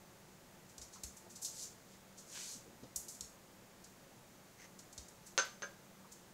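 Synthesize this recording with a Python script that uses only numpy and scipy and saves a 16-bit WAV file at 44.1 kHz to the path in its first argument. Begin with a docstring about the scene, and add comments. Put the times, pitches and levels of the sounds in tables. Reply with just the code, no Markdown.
"""A cat's paws tap and brush a projection screen in a quiet room as it chases the mouse pointer.
Each touch is a burst of tiny slips coloured by the weave; low modes make the fabric thump softly.
Claws slide down the weave as longer friction; soft knocks of band noise are feet on a sofa and its frame.
Close to the microphone a finger rubs a mouse button, which clicks down and up: a snap and ringing modes.
Behind it all runs a projector fan: steady filtered noise with narrow bands of hum and whine."""
import sys
import numpy as np
from scipy import signal
from scipy.fft import rfft, irfft
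from scipy.io import wavfile
from scipy.ndimage import uniform_filter1d

SR = 44100
rng = np.random.default_rng(int(sys.argv[2]) if len(sys.argv) > 2 else 0)


def wav_record(signal):
    """Record a signal, one row per channel, as 16-bit PCM in the file named by sys.argv[1]."""
    frames = np.transpose(np.atleast_2d(signal))
    bounded = np.clip(frames, -1, 1)
    # unit amplitude maps onto the largest positive 16-bit level
    quanta = np.round(bounded * 32767).astype(np.int16)
    wavfile.write(sys.argv[1], SR, quanta)


N = 279163
T = np.arange(N) / SR   # time in seconds

# Spectra of the sources, shape only: freq_hz, relative density_db (per Hz)
FAN_AIR_SPECTRUM = [(20, -13.5), (70, -12.5), (120, -5.5), (190, -4.5), (280, -9.5), (600, -11),
                    (1000, -15), (2000, -18.5), (3000, -22.5), (5000, -23), (7000, -22.5), (10000, -27.5),
                    (16000, -28)]
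FINGER_RUB_SPECTRUM = [(600, -7), (1600, -5), (2050, 3), (2500, -5), (3500, -13), (5400, -8), (6300, -1),
                       (7300, -13), (11000, -23)]
SWITCH_SNAP_SPECTRUM = [(150, -20), (320, -6), (520, 1), (800, -3), (1400, 2), (2200, -0.5), (2900, -0.5),
                        (4300, 1), (6900, -2), (8000, -9), (9500, -22), (15000, -38)]
PAD_PAT_SPECTRUM = [(60, -5), (300, -4), (1500, -11), (4000, -13), (9000, -55)]
PAD_RASP_SPECTRUM = [(350, -19), (700, -8), (1500, -2), (2400, 1), (3600, 1.5), (5000, -1.5), (7000, -28)]
WEAVE_SPECTRUM = [(2000, -28.5), (3000, -16.5), (3700, -10), (4400, -5.5), (5400, -4), (6500, 1.5),
                  (7500, -1), (8600, -7), (10000, -11.5), (12500, -15.5), (16000, -31)]

# Fan hum and whine: pitch_hz, width_hz, level_db
FAN_TONES = [(191.9, 6.6, -71.5), (352.3, 13, -77.5), (549, 18, -79.5), (876, 5.5, -80), (6070, 20, -84),
             (6640, 36, -86), (6900, 1100, -80.5)]
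# Mouse button, down and up: start_s, snap_db (before the snap gain), shell_db, spring_db,
# dulling_db (tilt per octave), shell_pitch_hz
BUTTON_CLICKS = [(5.378, -23.5, -27, -25.5, -0.5, 1518), (5.6216, -39, -38, -41, -3, 1601)]
# Modes of the button shell: pitch_ratio (times shell_pitch_hz), relative level_db, t60_s
SHELL_MODES = [(0.358, -6, 0.11), (0.652, -15.5, 0.18), (0.784, -10, 0.17), (0.893, -5.5, 0.15),
               (.94, 2, 0.059), (1.001, -0.5, 0.16), (1.046, -5, 0.15), (1.109, -17.5, 0.055),
               (1.19, 0, 0.046), (1.426, -16, 0.18), (1.79, -12, 0.092)]
# Modes of the switch spring: pitch_hz, relative level_db, t60_s
SPRING_MODES = [(6100, -8, 0.034), (6225, -5, 0.08), (6272, 2, 0.12), (6380, -2, 0.048)]
# Feet on the sofa and its frame: start_s, level_db, pitch_hz, fade_s
SOFA_STEPS = [(0.955, -58, 1170, 0.015), (1.262, -60, 685, .012), (2.548, -59, 170, 0.042),
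              (2.66, -60, 330, 0.055), (2.824, -52.5, 200, 0.027), (2.830, -57, 450, .026),
              (6.043, -55, 910, .016)]
# Low modes of the stretched screen: pitch_hz, relative level_db, t60_s
SCREEN_MODES = [(55.7, -18, 0.15), (66, 6.5, 0.14), (84, -4, .13)]
# Paw dragged down the weave: start_s, length_s (until let go), claw_hiss_db, pad_rasp_db
PAW_DRAGS = [(1.498, 0.14, -46.5, -78), (1.817, .13, -68, -66), (2.248, 0.3, -49.3, -51.5)]
# Paw strikes the screen: start_s, level_db (before the paw gain), fade_s,
# brightness_db (tilt per octave), thump_db (of the fabric)
PAW_TAPS = [(0.780, -46, 0.0043, -2, -52.5), (0.8142, -50, 0.017, -2, -54),
            (1.034, -41, 0.0095, 2.5, -44.5), (1.447, -37.5, 0.016, -.5, -75),
            (2.9594, -33.5, .006, 8, -52.5), (3.082, -47, .027, 5.5, -75),
            (3.208, -35.5, 0.0027, -1.5, -54), (4.978, -43, 0.0062, -4.5, -48)]
# Paw brushes the screen in passing: start_s, level_db (before the paw gain), length_s,
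# brightness_db (tilt per octave)
PAW_BRUSHES = [(0.688, -62, .025, 2), (0.921, -55.5, 0.041, -3), (1.162, -55, 0.021, 7),
               (1.292, -57.5, 0.037, 3), (1.352, -50.5, .021, 0), (1.413, -44, 0.035, 6),
               (2.168, -55, 0.042, 0), (2.83, -60, 0.013, -13), (3.138, -55, 0.025, 2),
               (3.838, -54.5, 0.015, -1), (4.787, -51.5, 0.012, -1), (4.926, -52.5, 0.0086, 2),
               (5.081, -54.5, .011, 4), (5.257, -55, 0.03, 4), (5.446, -59, .014, 17),
               (6.115, -53, 0.018, 2.5)]

FAN_AIR_DB = -61
FINGER_START_S, FINGER_LENGTH_S, FINGER_DB = 4.572, 0.083, -59
FINGER_RISE_S, FINGER_FADE_S = 0.029, 0.018
GRIP_S, LET_GO_S = 0.12, 0.017   # the weight comes onto the dragged paw, and off it
PAD_SLIP_S = 0.078   # fade of the pad's rasp after full grip
TAP_RISE_S = 0.00096
BRUSH_RISE_SHARE = 0.45   # part of a brush's length spent swelling; the rest sets its fade
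CUTOFF_HZ = 15700


def from_db(db):
    """Decibels to amplitude."""
    return 10 ** (np.asarray(db) / 20)


def rms_one(x):
    """Scales a sound to rms 1."""
    return x / np.sqrt(np.mean(x ** 2) + 1e-20)


def convolve(x, h):
    """Filters a sound by an impulse response, keeping its length."""
    return signal.fftconvolve(x, h)[:len(x)]


def high_pass(x, hz):
    """Removes the rumble below a frequency."""
    return signal.sosfilt(signal.butter(2, hz, "high", fs=SR, output="sos"), x)


def response(spectrum, tilt_db=0, size=4096):
    """Causal (minimum-phase) impulse response of a spectrum tilted per octave; energy 1."""
    hz, db = np.transpose(spectrum)
    octave = np.log2(np.maximum(np.fft.rfftfreq(size, 1 / SR), 1))
    level_db = np.interp(octave, np.log2(hz), db + tilt_db * np.log2(hz))
    cepstrum = irfft(np.log(from_db(level_db)))
    # folding the cepstrum forward in time gives minimum phase
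    cepstrum[1:size // 2] *= 2
    cepstrum[size // 2 + 1:] = 0
    h = irfft(np.exp(rfft(cepstrum)))
    return h / np.linalg.norm(h)


def band_noise(hz, width_hz):
    """Noise in one resonance; rms 1."""
    band = [max(hz - width_hz / 2, 15), hz + width_hz / 2]
    sos = signal.butter(2, band, "band", fs=SR, output="sos")
    settled = signal.sosfilt(sos, rng.standard_normal(N + SR))[SR:]
    return rms_one(settled)


def friction(grain_db, size=N):
    """Dense tiny slips of random sign and uneven strength; rms 1."""
    signs = rng.choice([-1, 1], size)
    unevenness = np.minimum(rng.exponential(1, size), 6)
    return rms_one(signs * from_db(grain_db * unevenness))


def swell(t, rise, fade):
    """Rises to 1, then dies away."""
    return np.clip(t / rise, 0, 1) * np.exp(-np.maximum(t - rise, 0) / fade)


def stroke(s, length, rise, fade):
    """A rubbing movement: builds up, holds to the end of its length, dies away."""
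    return np.clip((T - s) / rise, 0, 1) * np.exp(-np.maximum(T - s - length, 0) / fade)


def slow_start(t, build_s):
    """Smooth build-up of a resonance from rest."""
    return 1 - np.exp(-(t / build_s) ** 2)


def add(track, s, sound):
    """Mixes a sound in at a time."""
    at = int(s * SR)
    track[at:at + len(sound)] += sound[:N - at]


def even(burst, size=200):
    """Smooths out the broad colour of a burst and keeps its grain and energy."""
    spectrum = rfft(burst)
    power = uniform_filter1d(np.abs(spectrum) ** 2, size) + 1e-20
    return irfft(spectrum * np.sqrt(power.mean() / power))


def disperse(x, hz, width_hz):
    """All-pass: a body holds back the frequencies near hz for a moment."""
    r = np.exp(-np.pi * width_hz / SR)
    a = [1, -2 * r * np.cos(2 * np.pi * hz / SR), r * r]
    return signal.lfilter(a[::-1], a, x)


def ringing(modes, build_s):
    """Struck modes, each a decaying sine of random phase, that swell briefly and die away."""
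    t = T[:SR // 2]
    tones = np.zeros(len(t))
    for hz, db, t60 in modes:
        tones += from_db(db - 60 * t / t60) * np.sin(2 * np.pi * (hz * t + rng.random()))
    return tones * slow_start(t, build_s)


def room(x, early_db, late_db, gap, early_s, t60):
    """Direct sound, a cluster of near reflections and a diffuse tail; keeps the energy."""
    t = np.arange(SR // 2) / SR
    early = rng.standard_normal(len(t)) * (t > gap) * (t < gap + early_s)
    late = rng.standard_normal(len(t)) * (t > gap) * from_db(-60 * t / t60)
    h = from_db(early_db) * early / np.linalg.norm(early)
    h += from_db(late_db) * late / np.linalg.norm(late)
    h[0] = 1   # direct sound
    return convolve(x, h / np.linalg.norm(h))


def fan():
    """Steady rush of air with a blade hum and a thin whine."""
    air = convolve(rng.standard_normal(N + SR), response(FAN_AIR_SPECTRUM))[SR:]
    tones = sum(from_db(db) * band_noise(hz, width) for hz, width, db in FAN_TONES)
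    return from_db(FAN_AIR_DB) * air + tones


def finger():
    """A fingertip rubs on the button: one stroke of friction coloured by a fixed spectrum."""
    movement = stroke(FINGER_START_S, FINGER_LENGTH_S, FINGER_RISE_S, FINGER_FADE_S)
    rub = from_db(FINGER_DB) * movement * friction(5.3)
    return convolve(rub, response(FINGER_RUB_SPECTRUM))


def mouse_button(snap_gain_db=22):
    """The switch snaps over, then shell and spring ring up; the desk and walls throw the snap back."""
    snaps, rings = np.zeros((2, N))
    for s, snap_db, shell_db, spring_db, dull_db, shell_hz in BUTTON_CLICKS:
        snap = disperse(response(SWITCH_SNAP_SPECTRUM, dull_db), 3700, 1300)
        snap = disperse(snap, shell_hz, 640)
        add(snaps, s, from_db(snap_db + snap_gain_db) * snap)
        shell_modes = [(shell_hz * ratio, db, t60) for ratio, db, t60 in SHELL_MODES]
        shell = ringing(shell_modes, build_s=0.0067)
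        spring = ringing(SPRING_MODES, build_s=0.0045)
        add(rings, s, from_db(shell_db) * shell + from_db(spring_db) * spring)
    rings = room(rings, early_db=-10, late_db=-12, gap=0.006, early_s=0.02, t60=0.38)
    snaps = room(snaps, early_db=-3, late_db=-0.5, gap=0.0018, early_s=0.024, t60=0.34)
    return rings + snaps


def sofa_steps(relative_width=0.96):
    """Soft, padded knocks: short swells of noise in one broad resonance each."""
    out = np.zeros(N)
    for s, db, hz, fade in SOFA_STEPS:
        body = band_noise(hz, min(relative_width * hz, 350))
        out += from_db(db) * swell(T - s, 0.0046, fade) * body
    return out


def screen_thumps(build_s=0.013, pat_db=-11, low_cut_hz=42):
    """The stretched fabric swings up slowly in its low modes; the pad adds a dull pat."""
    out, t = np.zeros(N), T[:SR // 2]
    swing = sum(from_db(db - 60 * t / t60) * np.sin(2 * np.pi * hz * t) for hz, db, t60 in SCREEN_MODES)
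    swing = swing * slow_start(t, build_s)
    for s, *_, thump_db in PAW_TAPS:
        contact = friction(1.8, len(t)) * swell(t, 0.0023, 0.018)
        pat = convolve(contact, response(PAD_PAT_SPECTRUM))
        add(out, s, from_db(thump_db) * (swing + from_db(pat_db) * pat))
    return high_pass(out, low_cut_hz)


def claw_slides(catch_db=1.5, rasp_power=2.2):
    """A dragged paw hisses as its claws catch on the threads; the pad rasps lower as it grips, then slips."""
    hiss, rasp = np.zeros((2, N))
    for s, length, hiss_db, rasp_db in PAW_DRAGS:
        pressure = stroke(s, length, GRIP_S, LET_GO_S)
        hiss += from_db(hiss_db) * pressure
        rasp += from_db(rasp_db) * pressure ** rasp_power * swell(T - s, GRIP_S, PAD_SLIP_S)
    catches = from_db(catch_db * band_noise(220, 350))   # flutter shared by claws and pad
    claws = convolve(hiss * catches * friction(4.1), response(WEAVE_SPECTRUM))
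    pad = convolve(rasp * catches * friction(5.9), response(PAD_RASP_SPECTRUM))
    return claws + pad


def paws(gain_db=3, low_cut_hz=3000, grain_db=2.5):
    """Bursts of slips over the weave: taps start at once, brushes swell; claw tips sound brighter than pads."""
    lead_s = 0.005   # margin ahead of each touch, since even() smears the grain both ways
    out, t = np.zeros(N), T[:SR // 4] - lead_s
    touches = [(s, db, TAP_RISE_S, fade, bright_db) for s, db, fade, bright_db, _ in PAW_TAPS]
    for s, db, length, bright_db in PAW_BRUSHES:
        rise = BRUSH_RISE_SHARE * length
        touches.append((s, db, rise, length - rise, bright_db))
    for s, db, rise, fade, bright_db in touches:
        slips = even(friction(grain_db, len(t)) * swell(t, rise, fade))
        touch = convolve(slips, response(WEAVE_SPECTRUM, bright_db))
        add(out, s - lead_s, from_db(db + gain_db) * touch)
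    return high_pass(out, low_cut_hz)


def scene():
    """One microphone, the same in both channels; the paws and claws carry the room's reflections."""
    background = fan() + finger() + mouse_button() + sofa_steps()
    cat = room(paws() + claw_slides(), early_db=-15, late_db=-2.5, gap=0.00078, early_s=0.015, t60=0.36)
    return np.tile(background + screen_thumps() + cat, (2, 1))


def record(dry):
    """The top is cut steeply."""
    return signal.sosfilt(signal.ellip(12, 0.1, 70, CUTOFF_HZ, fs=SR, output="sos"), dry)


dry = scene()
out = record(dry)
wav_record(out)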